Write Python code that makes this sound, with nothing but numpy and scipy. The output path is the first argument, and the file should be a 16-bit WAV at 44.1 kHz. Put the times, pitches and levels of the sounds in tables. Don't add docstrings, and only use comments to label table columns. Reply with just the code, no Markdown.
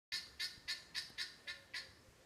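import sys
import numpy as np
from scipy import signal
from scipy.fft import rfft, irfft
from scipy.io import wavfile
from scipy.ndimage import uniform_filter1d

SR = 44100
rng = np.random.default_rng(int(sys.argv[2]) if len(sys.argv) > 2 else 0)


def voltage_ratio(level):
    return 10 ** (np.asarray(level, float) / 20)


def digitize_waveform(pressure):
    field = np.atleast_2d(pressure).T
    bounded = np.clip(field, -1, 1)
    quanta = np.round(bounded * 32767).astype(np.int16)
    wavfile.write(sys.argv[1], SR, quanta)


N = 99225


def ring(f, hz, width):
    return 1j * f * width / (hz ** 2 - f ** 2 + 1j * f * width)


def shape(x, gain):
    f = np.arange(len(x) // 2 + 1) * SR / len(x) + 1e-3
    return irfft(rfft(x) * gain(f), len(x))


def noise_band(count, hz):
    return shape(rng.standard_normal(count), lambda f: np.exp(-(np.log2(f / hz) * 2) ** 2))


def on_log_hz(hz, table):
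    points, values = np.transpose(table)
    return np.interp(np.log(hz), np.log(points), values)


def level(x, db):
    return x * voltage_ratio(db) / np.sqrt(np.mean(x ** 2))


def unit_energy(x):
    return x / np.sqrt(np.sum(x ** 2))


def walk(rate):
    hold = int(SR / rate)
    steps = np.repeat(rng.standard_normal(N // hold + 1), hold)
    return 1.28 * uniform_filter1d(uniform_filter1d(steps, hold), hold)[:N]


def add(out, x, s):
    i = int(s * SR)
    out[i:i + len(x)] += x[:len(out) - i]


# [hz, level_db per Hz]
TOWN_SPECTRUM = [(15, -43), (25, -29), (59, -4), (523, -13.5), (684, -13), (872, -21.5), (1140, -17),
                 (1240, -16.5), (15500, -34)]


def town():
    swell_db, flicker_db = 0.1, 2
    out, swell = 0, walk(1.43)
    for hz in 25 * 2 ** np.arange(0, 9.6, .5):
        band = noise_band(N, hz)
        db = on_log_hz(hz, TOWN_SPECTRUM)
        out = out + band * voltage_ratio(db + swell_db * swell + flicker_db * walk(8.88))
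    return level(out, -66)


def throat_pulses(length, hz0, hz1, dip_db, chance):
    jitter, shimmer_db = .009, 1.6
    rise_share = 0.7685
    attack_s, release_s = .011, 0.022
    t = np.zeros(len(chance))
    for k in range(1, len(t)):
        climb = min(t[k - 1] / length / rise_share, 1)
        hz = hz0 + (hz1 - hz0) * np.sin(np.pi / 2 * climb)
        t[k] = t[k - 1] + (1 + jitter * chance[k, 0]) / hz
    effort = np.clip((t + attack_s / 5) / attack_s, 0, 1) * np.clip((length - t) / release_s, 0, 1)
    dip = np.exp(-((t / length - 0.62) / 0.065) ** 2)
    return t, effort * voltage_ratio(shimmer_db * chance[:, 1] + dip_db * dip)


# [shut_hz, open_hz, width_hz, shut_db, open_db]
TRACT_RESONANCES = [(2095, 1704, 523, 2.5, 0.5), (2500, 2386, 870, -10, -19.5), (3493, 4370, 530, -4, 2.5),
                    (4220, 4757, 800, -6, 0), (5260, 5050, 214, -24, -4.5), (6500, 6840, 218, -20, -8.5),
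                    (8350, 7740, 3880, -29.5, -16), (11600, 14760, 2000, -58, -24)]


def tract(f, t, length, chest_db, stretch, upper_db, late_db):
    beak = (1 - np.exp(-t / .022))[:, None]
    late = np.clip(2 * t / length - 1, -1, 1)[:, None]
    response = voltage_ratio(chest_db - 13 * beak) * ring(f, 1166, 640) ** 2
    for k, (shut_hz, open_hz, width, shut_db, open_db) in enumerate(TRACT_RESONANCES):
        db = shut_db + (open_db - shut_db) * beak
        db = db + upper_db * (k in (3, 4)) + late_db * (k == 0) * late
        hz = stretch * (shut_hz + (open_hz - shut_hz) * beak)
        response = response + voltage_ratio(db) * ring(f, hz, width) ** 2
    return response


def pulse_source(f, effort, air, size):
    t = np.arange(air.shape[1]) / SR
    puff = air * np.exp(-t / .0013)
    hiss = np.roll(air, 99, axis=1) * np.exp(-t / 0.0029)
    hiss = hiss / np.sqrt(np.sum(hiss ** 2, axis=1, keepdims=True))
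    high = 1 / (1 + (7130 / f) ** 8)
    source = 1 + .5 * rfft(puff / np.sqrt(np.mean(puff ** 2) * air.shape[1]), size)
    source = source * (1 - 0.84 * high) + high * rfft(hiss, size)
    return source * (effort[:, None] + 1e-6) ** (0.27 * high)


# [centre_hz, width_hz, level_db]
NECK_PARTIALS = [(363, 125, -25.5), (730, 310, -28.5)]
# [centre_hz, width_hz, depth (0-1)]
SIDE_CAVITIES = [(5535, 133, 0.54), (8060, 200, 0)]


def call(length, db, hz0, hz1, tilt_db, chest_db, dip_db, stretch, upper_db, late_db):
    size, pulses = 8192, 40
    chance, air = rng.standard_normal((pulses, 2)), rng.standard_normal((pulses, 256))
    t, effort = throat_pulses(length, hz0, hz1, dip_db, chance)
    f = np.arange(size // 2 + 1) * SR / size + 0.00082
    colour = voltage_ratio(tilt_db * np.log2(f / 3000 + 0.033)) / (1 + (520 / f) ** 4)
    voiced = colour * pulse_source(f, effort, air, size)
    voiced = voiced * tract(f, t, length, chest_db, stretch, upper_db, late_db)
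    for hz, width, partial_db in NECK_PARTIALS:
        voiced = voiced + voltage_ratio(partial_db) * ring(f, hz, width) ** 2
    for hz, width, depth in SIDE_CAVITIES:
        voiced = voiced * (1 - depth * ring(f, hz, width))
    delay = np.exp(-2j * np.pi * f * t[:, None])
    x = irfft(np.sum(effort[:, None] * voiced * delay, axis=0), size)
    return level(x, db) * np.sqrt(length * SR / size)


# [start_s, length_s, level_db, first_pitch_hz, last_pitch_hz]
CALLS = [
    (.113, 0.069, -43, 340.8, 362),
    (0.393, 0.07, -43, 340, 364.3),
    (0.677, 0.056, -43, 331.2, 360.5),
    (0.945, 0.059, -43.5, 325.5, 367.6),
    (1.177, 0.0635, -44, 338, 366.5),
    (1.47, 0.053, -47.5, 339.5, 359),
    (1.737, 0.0636, -46.5, 325.6, 360.6),
]
# [brightness_db per octave, chest_db, mid_call_effort_db]
POSTURES = [(2.5, -7, -5.5), (2, -11.5, -2.5), (1.5, -7.5, 3), (2.5, -2.5, 4), (0.5, -9.5, 2),
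            (-1.5, -13, 2), (0.5, -5, -4)]
# [length scale, upper_resonances_db, first_resonance_late_lift_db]
TRACT_STRETCH = [(1.004, 1.5, -4.5), (1.006, 1.5, -0.5), (1.01, -.5, -1), (0.995, 3.5, -2), (1, 0.5, 1.5),
                 (.99, -2, 0.5), (0.998, -1, -7.5)]


def guinea_fowl():
    out = np.zeros(N)
    for (s, *voice), posture, stretch in zip(CALLS, POSTURES, TRACT_STRETCH):
        add(out, call(*voice, *posture, *stretch), s)
    return out


# [delay_s, level_db]
WALL_ECHOES = [(.011, -3.5), (0.036, -9.5), (0.061, -15), (.085, -17.5), (.118, -24.5)]
# [hz, t60_s]
TAIL_T60 = [(1000, 1), (2000, 0.48), (4500, 0.45), (7000, 0.82), (12000, 0.4)]
# [pitch_hz, level_db, t60_s]
WALL_FLUTTER = [(1822, -25, .8), (4020, -31, .6), (4600, -30, .6)]


def yard(x):
    onset_s = 0.043
    t = np.arange(SR) / SR
    tail = 0
    for hz in 350 * 2 ** np.arange(0, 5.6, .5):
        tail = tail + noise_band(SR, hz) * voltage_ratio(-60 * t / on_log_hz(hz, TAIL_T60))
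    tail = voltage_ratio(-11) * unit_energy(tail * (1 - np.exp(-t / onset_s)))
    scatter = rng.standard_normal(SR) * np.exp(-t / 0.0072) * (t > .0005)
    tail = tail + voltage_ratio(-7.5) * unit_energy(scatter)
    for s, db in WALL_ECHOES:
        smear = rng.standard_normal(1024) * np.exp(-t[:1024] / 0.0076)
        add(tail, voltage_ratio(db) * unit_energy(smear), s)
    for hz, db, t60 in WALL_FLUTTER:
        tone = np.sin(2 * np.pi * hz * t) * np.minimum(t / onset_s, 1) / 100
        tail = tail + voltage_ratio(db - 60 * t / t60) * tone
    return x + signal.fftconvolve(x, tail)[:N]


# [start_s, peak_db, length_s]
CASE_BUMPS = [
    (.5765, -48.5, .004),
    (2.085, -53, 0.0067),
    (0.65, -58, .012),
    (0.33, -59, 0.0031),
    (0.13, -58, .009),
]
# [start_s, peak_db, length_s]
CASE_TICK = (1.1027, -49, .0011)
# [peak_db, centre_hz, width_hz, rise_s]
CASE_RUSTLE = (-59, 12000, 7000, .008)


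def creaks():
    out, t = np.zeros(N), np.arange(4096) / SR

    def bump(db, length):
        return voltage_ratio(db) * np.sin(np.pi * np.minimum(t / length, 1)) ** 2

    for s, db, length in CASE_BUMPS:
        add(out, bump(db, length), s)
    s, db, length = CASE_TICK
    add(out, -bump(db, length), s)
    add(out, bump(db - 5.5, 2 * length), s + length)
    db, hz, width, rise = CASE_RUSTLE
    fading = rng.standard_normal(len(t)) * np.exp(-t / rise)
    rustle = shape(fading, lambda f: ring(f, hz, width) ** 2)[::-1]
    add(out, rustle * voltage_ratio(db) / np.abs(rustle).max(), s + length - len(t) / SR)
    return shape(out, lambda f: 1j * f / (1j * f + 40))


# [start_s, length_s, pitch_hz, level_db]
DOVE_COOS = [
    (1.43, 0.23, 571.6, -68),
    (1.67, 0.081, 546, -69),
    (1.79, 0.11, 542, -67),
    (2.02, 0.088, 527, -68.5),
    (2.19, 0.055, 527, -67),
]


def dove():
    out = np.zeros(N)
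    waver = walk(30.07)
    for s, length, hz, db in DOVE_COOS:
        u = np.arange(int(length * SR)) / SR
        start = int(s * SR)
        edge = np.clip(np.minimum(u, length - u) / .03, 0, 1)
        loudness = voltage_ratio(db + 2.5 * waver[np.minimum(start + np.arange(len(u)), N - 1)])
        drift = waver[::-1][int(s * SR / 2):][:len(u)]
        pitch = hz * (1 - .03 * u / length + 0.009 * drift)
        add(out, loudness * edge * np.sin(2 * np.pi * np.cumsum(pitch) / SR), s)
    return out


def small_bird():
    start_s, gap_s, note_s, hz = 1.905, 0.027, 0.017, 5400
    out = np.zeros(N)
    u = np.linspace(0, 1, int(note_s * SR))
    chirp = np.sin(np.pi * u) * np.sin(2 * np.pi * np.cumsum(hz * (1 - .06 * u)) / SR)
    for k in range(5):
        flutter = rng.standard_normal(len(u) // 64 + 1).repeat(64)[:len(u)]
        add(out, voltage_ratio(-71 + 2.5 * flutter) * chirp, start_s + k * gap_s)
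    return out


def scene():
    return (yard(guinea_fowl()) + dove() + small_bird() + creaks() + town())[None]


def low_pass(x):
    return signal.sosfilt(signal.butter(12, 15400, fs=SR, output="sos"), x)


def record(dry):
    on = np.clip((np.arange(N) / SR - .1195) / 0.0028, 0, 1)
    heard = shape(dry[0], lambda f: 1 / np.sqrt(1 + (f / 13100) ** 12))[None]
    mix = heard * on + voltage_ratio(-107) * rng.standard_normal(N)
    return low_pass(mix)


dry = scene()
out = record(dry)
digitize_waveform(out)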